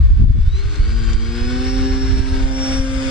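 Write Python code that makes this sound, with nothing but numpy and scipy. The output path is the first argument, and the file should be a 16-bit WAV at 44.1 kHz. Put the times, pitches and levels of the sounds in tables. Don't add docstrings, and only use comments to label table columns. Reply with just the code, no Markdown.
import sys
import numpy as np
from scipy import signal
from scipy.fft import rfft, irfft
from scipy.io import wavfile
from scipy.ndimage import uniform_filter1d, map_coordinates

SR = 44100
rng = np.random.default_rng(int(sys.argv[2]) if len(sys.argv) > 2 else 0)


def wav_out(sig):
    wavfile.write(sys.argv[1], SR, np.round(np.clip(np.atleast_2d(sig).T, -1, 1) * 32767).astype(np.int16))


N = 136710

UPPER_ORDERS = [8, 9, 10, 12, 14, 21]
# start_s, level_db of each of those orders in turn
UPPER_LEVELS = [(.3, -82, -72, -71, -68, -63, -61), (.65, -52.5, -67, -65.5, -55, -64, -54),
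                (1.05, -53, -58, -49, -66, -49, -54.5), (1.45, -50.5, -65, -65, -44.5, -53, -47.5),
                (1.75, -62, -56, -57.5, -55.5, -53, -51), (2.1, -69, -65, -61, -49, -63, -58),
                (2.58, -47, -54, -63, -51, -59, -46), (2.95, -52, -46, -50, -49.5, -59, -48.5)]
# start_s, level_db of shaft orders 2, 3, 4, 5, 6, 7
PROPELLER_LEVELS = [(0.4, -59, -79, -54, -66, -76, -78), (0.58, -57, -51.5, -36, -81, -72, -64),
                    (0.76, -43, -38, -40, -53, -57, -75), (0.95, -29, -39, -43, -54, -56, -51),
                    (1.18, -31, -38.5, -44.5, -64.5, -64, -49.5),
                    (1.35, -25.5, -33.5, -38.5, -78, -48.5, -42.5), (1.6, -23.5, -33, -41, -65, -36, -66),
                    (1.85, -21.5, -31, -42.5, -70.5, -35.5, -53), (2.15, -27.5, -33.5, -55, -51, -43, -45),
                    (2.35, -22.5, -34.5, -41.5, -44.5, -39, -39),
                    (2.52, -21.5, -40, -35.5, -42.5, -36, -37), (2.7, -22, -51, -32, -41, -32.5, -49),
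                    (2.86, -23.5, -63, -32.5, -62, -51, -48), (3.03, -24, -45, -33, -59, -49, -43)]


def propeller(angle, hz):
    low = sum(tone(order * angle, order * hz, db, flutter_db=0.83, flutter_hz=12.0)
              for order, db in enumerate(curve(PROPELLER_LEVELS), 2))
    high = sum(tone(order * angle, order * hz, db, flutter_db=2.5, flutter_hz=22.3)
               for order, db in zip(UPPER_ORDERS, curve(UPPER_LEVELS)))
    return low + high


# start_s, speed_turns_per_s
SHAFT_SPEED = [(0.0, 92.0), (0.09, 82.6), (0.43, 82.7), (0.48, 86.3), (0.55, 94.9), (0.64, 100.6),
               (0.7, 102.0), (0.78, 100.7), (0.85, 110.0), (0.92, 113.2), (0.98, 114.3), (1.1, 111.9),
               (1.16, 112.3), (1.4, 119.3), (1.5, 124.4), (1.7, 130.3), (1.9, 131.4), (2.7, 132.5),
               (3.1, 132.6)]


def shaft_speed():
    smooth = uniform_filter1d(curve(SHAFT_SPEED)[0], size=1800, mode="nearest")
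    return smooth * (1 + 0.00057 * drift(25))


WHINE_ORDER = 42
# start_s, level_db
WHINE_LEVELS = [(.05, -60), (.33, -52.5), (.46, -49.5), (.55, -34), (.63, -44), (.72, -53), (.82, -43.5),
                (1.15, -43), (1.45, -39.5), (1.57, -44.5), (1.68, -36.5), (2.1, -38.5), (2.32, -40),
                (2.45, -52), (2.55, -35.5), (2.64, -27.5), (2.78, -31.5), (2.87, -45), (3.05, -51)]
MOTOR_ORDERS = [13, 28, 63]
# start_s, level_db of each of those orders in turn
MOTOR_LEVELS = [(0, -50, -72.5, -72), (.4, -65, -68.5, -60), (.55, -62, -62, -47), (.75, -64, -61, -59),
                (.92, -49, -58, -52), (1.12, -68, -45, -47), (1.38, -57, -48.5, -69), (1.65, -56, -50, -56),
                (2, -48, -56, -76), (2.28, -54, -56, -48.5), (2.48, -52, -57, -68), (2.75, -59, -47, -48.5),
                (3.05, -55, -67, -58)]


def motor(angle, hz):
    out = tone(WHINE_ORDER * angle, WHINE_ORDER * hz, curve(WHINE_LEVELS)[0], flutter_db=1.5, flutter_hz=33.8)
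    for order, db in zip(MOTOR_ORDERS, curve(MOTOR_LEVELS)):
        out = out + tone(order * angle, order * hz, db, flutter_db=2.5, flutter_hz=30)
    return out


# pitch_hz, left_over_right_db
TONE_BALANCE = [(250, -1), (600, 0.8), (1700, 14), (3300, 1.5), (5500, -2), (7100, 5), (8300, 10.5)]
# pitch_hz, left_lead_side_on_rad, left_lead_overhead_rad
PORT_PHASE = [(20, 0, 0), (300, -.05, -.1), (560, -.3, -.7), (750, -2.4, -2.1), (950, -3.7, -3.2),
              (1200, -5, -4.7), (1600, -6.3, -6.3), (1850, -6.8, -7.1), (2300, -5.4, -8.7),
              (3200, -6.1, -11.9), (3900, -6.3, -14.3), (4500, -6.3, -12), (5500, -8, -14.8),
              (6300, -7.4, -14.6), (7000, -9, -15.7), (10000, -9.2, -15.5)]


def tone(angle, hz, db, flutter_db, flutter_hz):
    sides = np.array([[.5], [-.5]])
    side_on, top = np.exp(1j * colour(PORT_PHASE, hz))
    above = overhead()
    lead = np.unwrap(np.angle(side_on * (1 - above) + top * above))
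    level = amp(db + flutter_db * drift(flutter_hz) + sides * colour(TONE_BALANCE, hz)[0])
    phase = angle + sides * lead + rng.uniform(0, 2 * np.pi)
    return np.sqrt(2) * level * np.cos(phase)


OVERHEAD_S = (2.34, 2.5)


def overhead():
    return np.interp(np.arange(N) / SR, OVERHEAD_S, [0, 1])


CHOP = 0.12
PORT_LIKENESS = 0.68
ECHO_LEFT, ECHO_RIGHT, ECHO_RIGHT_LATER_MS = 0.43, -0.11, .37
# start_s, level_db
RUSH_LEVEL = [(0, -44), (.16, -41), (.3, -41), (.46, -36), (.54, -33), (.78, -31.5), (.92, -32.5),
              (1.08, -32), (1.25, -33), (1.42, -31), (1.85, -33.5), (2.2, -33.5), (2.5, -30.5),
              (2.68, -27.5), (2.85, -32), (3.1, -29)]
# pitch_hz, side_on_left_db, side_on_right_db, overhead_left_db, overhead_right_db
RUSH_SPECTRUM = [(100, 0.5, -5, 8.5, 3), (370, -4, 8, 0.5, -4.5), (680, -5.5, -14.5, -3, 1.5),
                 (940, 0.5, -1, -2.5, -4.5), (1380, -5, -1, -2.5, -2), (1860, -1, -8, -3.5, -8),
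                 (2200, 0, -8, 4.5, -15.5), (3000, -4.5, -7, -7, -4), (3400, -5.5, -10, -3, -5.5),
                 (4000, -4, -9, -8.5, -18), (5160, -5, -7, -1.5, -4.5), (5240, -11.5, -7.5, -14, -0.5),
                 (6100, -13, -12, -8.5, -18), (7040, -13, -13.5, -8.5, -6.5),
                 (7760, -11.5, -13, -8.5, -21.5), (9840, -25, -30.5, -20.5, -28),
                 (10860, -44, -33.5, -35, -37), (11300, -44, -44, -40, -35.5),
                 (13000, -41, -45.5, -35.5, -40), (15000, -52.5, -51.5, -49, -57)]
# pitch_hz, width_hz, side_on_db, overhead_db
RUSH_HUMPS = [(1120, 41, 0, -3), (1473, 160, 4.5, 4.5), (1617, 100, 5.5, 3.5), (2212, 43, 6, -6),
              (3560, 250, 3.5, 4.5), (4300, 180, 2.5, -2.5)]
# start_s, delay_ms
ECHO_DELAY = [(0, 2.66), (.5, 2.68), (.95, 2.62), (1.7, 2.73), (2, 2.85), (2.3, 3.07), (2.62, 3.44),
              (3.1, 4.1)]


def rush(angle):
    f, above = np.fft.rfftfreq(N, 1 / SR), overhead()
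    swell = 1 + CHOP * np.cos(2 * angle) + 0.18 * np.cos(angle) + 0.26 * np.cos(3 * angle)
    shared, separate = rng.standard_normal((2, N)) * swell
    right_noise = PORT_LIKENESS * shared + np.sqrt(1 - PORT_LIKENESS ** 2) * separate
    lines, delay_ms = buzz(angle), curve(ECHO_DELAY)[0]
    left = rfft(with_ground(shared + lines, delay_ms, ECHO_LEFT))
    right = rfft(with_ground(right_noise + lines, delay_ms + ECHO_RIGHT_LATER_MS, ECHO_RIGHT))

    humps_db = sum(np.outer(db, np.exp(-(2 * (f - hz) / width) ** 2)) for hz, width, *db in RUSH_HUMPS)
    gains = amp(colour(RUSH_SPECTRUM, f).reshape(2, 2, -1) + humps_db[:, None])
    aspects = []
    for lead, gain in zip(colour(PORT_PHASE, f), gains):
        ports = np.array([left, right * np.exp(-1j * lead)])
        aspects.append(unit(irfft(ports * gain, N)))
    side_on, top = aspects
    return (side_on * (1 - above) + top * above) * amp(curve(RUSH_LEVEL)[0] + 1.0 * drift(20))


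BUZZ_ORDERS = (8, 46)
BUZZ_DB, BUZZ_DB_PER_OCTAVE, BUZZ_FLUTTER_DB = -28.5, -1.5, 3


def buzz(angle):
    out = np.zeros(N)
    for order in range(*BUZZ_ORDERS):
        db = BUZZ_DB + BUZZ_DB_PER_OCTAVE * np.log2(order / BUZZ_ORDERS[0])
        level = amp(db + BUZZ_FLUTTER_DB * drift(6.6))
        out += level * np.cos(order * angle + rng.uniform(0, 2 * np.pi))
    return out


def with_ground(x, delay_ms, share):
    delayed = map_coordinates(x, [np.arange(N) - delay_ms * SR / 1000], order=3, mode="wrap")
    return x + share * delayed


TICK_S = 0.0027
# start_s, level_db, left_over_right_db
TICKS = [(.758, -29, -2), (1.132, -26.5, 3)]


def ticks():
    t, envelope = np.arange(N) / SR, np.zeros((2, N))
    for s, db, pan_db in TICKS:
        port_level = amp(db + pan_db * np.array([[.5], [-.5]]))
        envelope += port_level * (t >= s) * np.exp(-abs(t - s) / TICK_S)
    band = signal.butter(5, [1500, 7200], "band", fs=SR, output="sos")
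    return signal.sosfilt(band, 2 * envelope * rng.standard_normal((2, N)))


PUFF_S, PUFF_HZ = 0.014, 206
# start_s, level_db
WIND_LEVEL = [(0, -2), (.15, -2), (.23, -3.5), (.32, -2.5), (.46, -4.5), (.53, -8.5), (.75, -13.5),
              (.87, -9), (1.05, -13.5), (1.25, -16.5), (1.65, -18.5), (1.8, -19.5), (2.05, -15),
              (2.22, -17.5), (2.45, -14), (2.6, -21), (3.1, -21.5)]
# pitch_hz, density_db_per_hz
RUMBLE_SPECTRUM = [(15, -6.5), (45, 5), (70, -1.5), (120, -11), (150, -20.5), (200, -33.5), (300, -42),
                   (500, -58.5), (1000, -58.5), (3000, -87.5), (12000, -130)]
# centre_s, peak_db, width_s, left_over_right_db, puff_db
BUFFETS = [(.107, -11, .003, 1, -23), (0.2, 7, 0.0022, -3, -10.5), (0.227, 0.5, 0.0032, 1, -20),
           (0.244, 11.5, 0.0019, 4, -6), (0.301, 9.5, 0.0024, -1.5, -9), (0.359, -12, 0.0018, -1, -12),
           (0.387, 4, 0.0016, 6, -13.5), (0.409, 10, 0.0034, 1.5, -39), (.478, 11, 0.0026, -2, -29),
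           (0.658, 4, 0.0025, -6.5, -44.5), (0.802, 5, 0.0028, -4, -25), (1.151, 3.5, 0.0038, -8.5, -45),
           (1.42, -1, 0.0025, -10, -41), (2.172, -7, 0.0033, -4, -21), (2.204, 2.5, 0.0024, -7, -18),
           (2.325, 0, 0.0023, -32, -31), (2.441, 3.5, 0.0027, -8.5, -37), (2.801, 0, 0.0028, 9, -40)]


def wind():
    f, t = np.fft.rfftfreq(N, 1 / SR), np.arange(N) / SR
    rumble = unit(irfft(rfft(rng.standard_normal((2, N))) * amp(colour(RUMBLE_SPECTRUM, f)), N))
    lumps_db = 2.1 * np.array([drift(11.0), drift(18)])
    out = rumble * amp(curve(WIND_LEVEL)[0] + lumps_db)
    eddies = unit(irfft(rfft(rng.standard_normal((2, N))) / (1 + (f / PUFF_HZ) ** 4), N))
    for s, db, width, pan_db, puff_db in BUFFETS:
        push = amp(db) * np.exp(-.5 * ((t - s) / width) ** 2)
        puff = amp(puff_db) * np.exp(-.5 * ((t - s) / PUFF_S) ** 2) * eddies
        out = out + amp(np.minimum([[pan_db], [-pan_db]], 0)) * (push + puff)
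    return out


def amp(db):
    return 10 ** (np.asarray(db) / 20)


def unit(x):
    return x / np.sqrt(np.mean(x ** 2) + 1e-20)


def curve(rows):
    t, *cols = np.transpose(rows)
    return np.array([np.interp(np.arange(N) / SR, t, c) for c in cols])


def colour(rows, hz):
    f, *cols = np.transpose(rows)
    return np.array([np.interp(np.log(hz + 1), np.log(f + 1), c) for c in cols])


def drift(rate_hz):
    f = np.fft.rfftfreq(N, 1 / SR)
    low_pass = np.exp(-(f / rate_hz) ** 2) * (f > 0)
    return unit(irfft(rfft(rng.standard_normal(N)) * low_pass, N))


def scene():
    hz = shaft_speed()
    angle = 2 * np.pi * np.cumsum(hz) / SR
    return propeller(angle, hz) + motor(angle, hz) + rush(angle) + ticks() + wind()


RECOVER_DB_PER_S = 26.5


def held_db(x):
    fall = np.arange(N) * RECOVER_DB_PER_S / SR
    peak_db = 20 * np.log10(abs(x).max(0) + 1e-9)
    return np.maximum.accumulate(peak_db + fall) - fall


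KNEE_DB, SQUEEZE, CEILING_DB = -4.5, 0.59, -1
LOW_CUT_HZ, EDGE_HZ, FADE_S = 14.9, 15600, .006


def record(dry):
    dry = dry * np.sin(np.pi / 2 * np.minimum(np.arange(N) / SR / FADE_S, 1)) ** 2
    cut = signal.sosfilt(signal.butter(2, LOW_CUT_HZ, "high", fs=SR, output="sos"), dry)
    squeeze_db = SQUEEZE * np.maximum(held_db(dry) - KNEE_DB, 0)
    duck_db = np.maximum(squeeze_db, held_db(cut) - CEILING_DB)
    smooth_db = uniform_filter1d(uniform_filter1d(duck_db, size=200), size=200)
    ducked = cut * amp(-smooth_db)
    band_limit = signal.firwin(511, EDGE_HZ, window=("kaiser", 9), fs=SR)
    return signal.oaconvolve(ducked, band_limit[None], "same")


dry = scene()
out = record(dry)
wav_out(out)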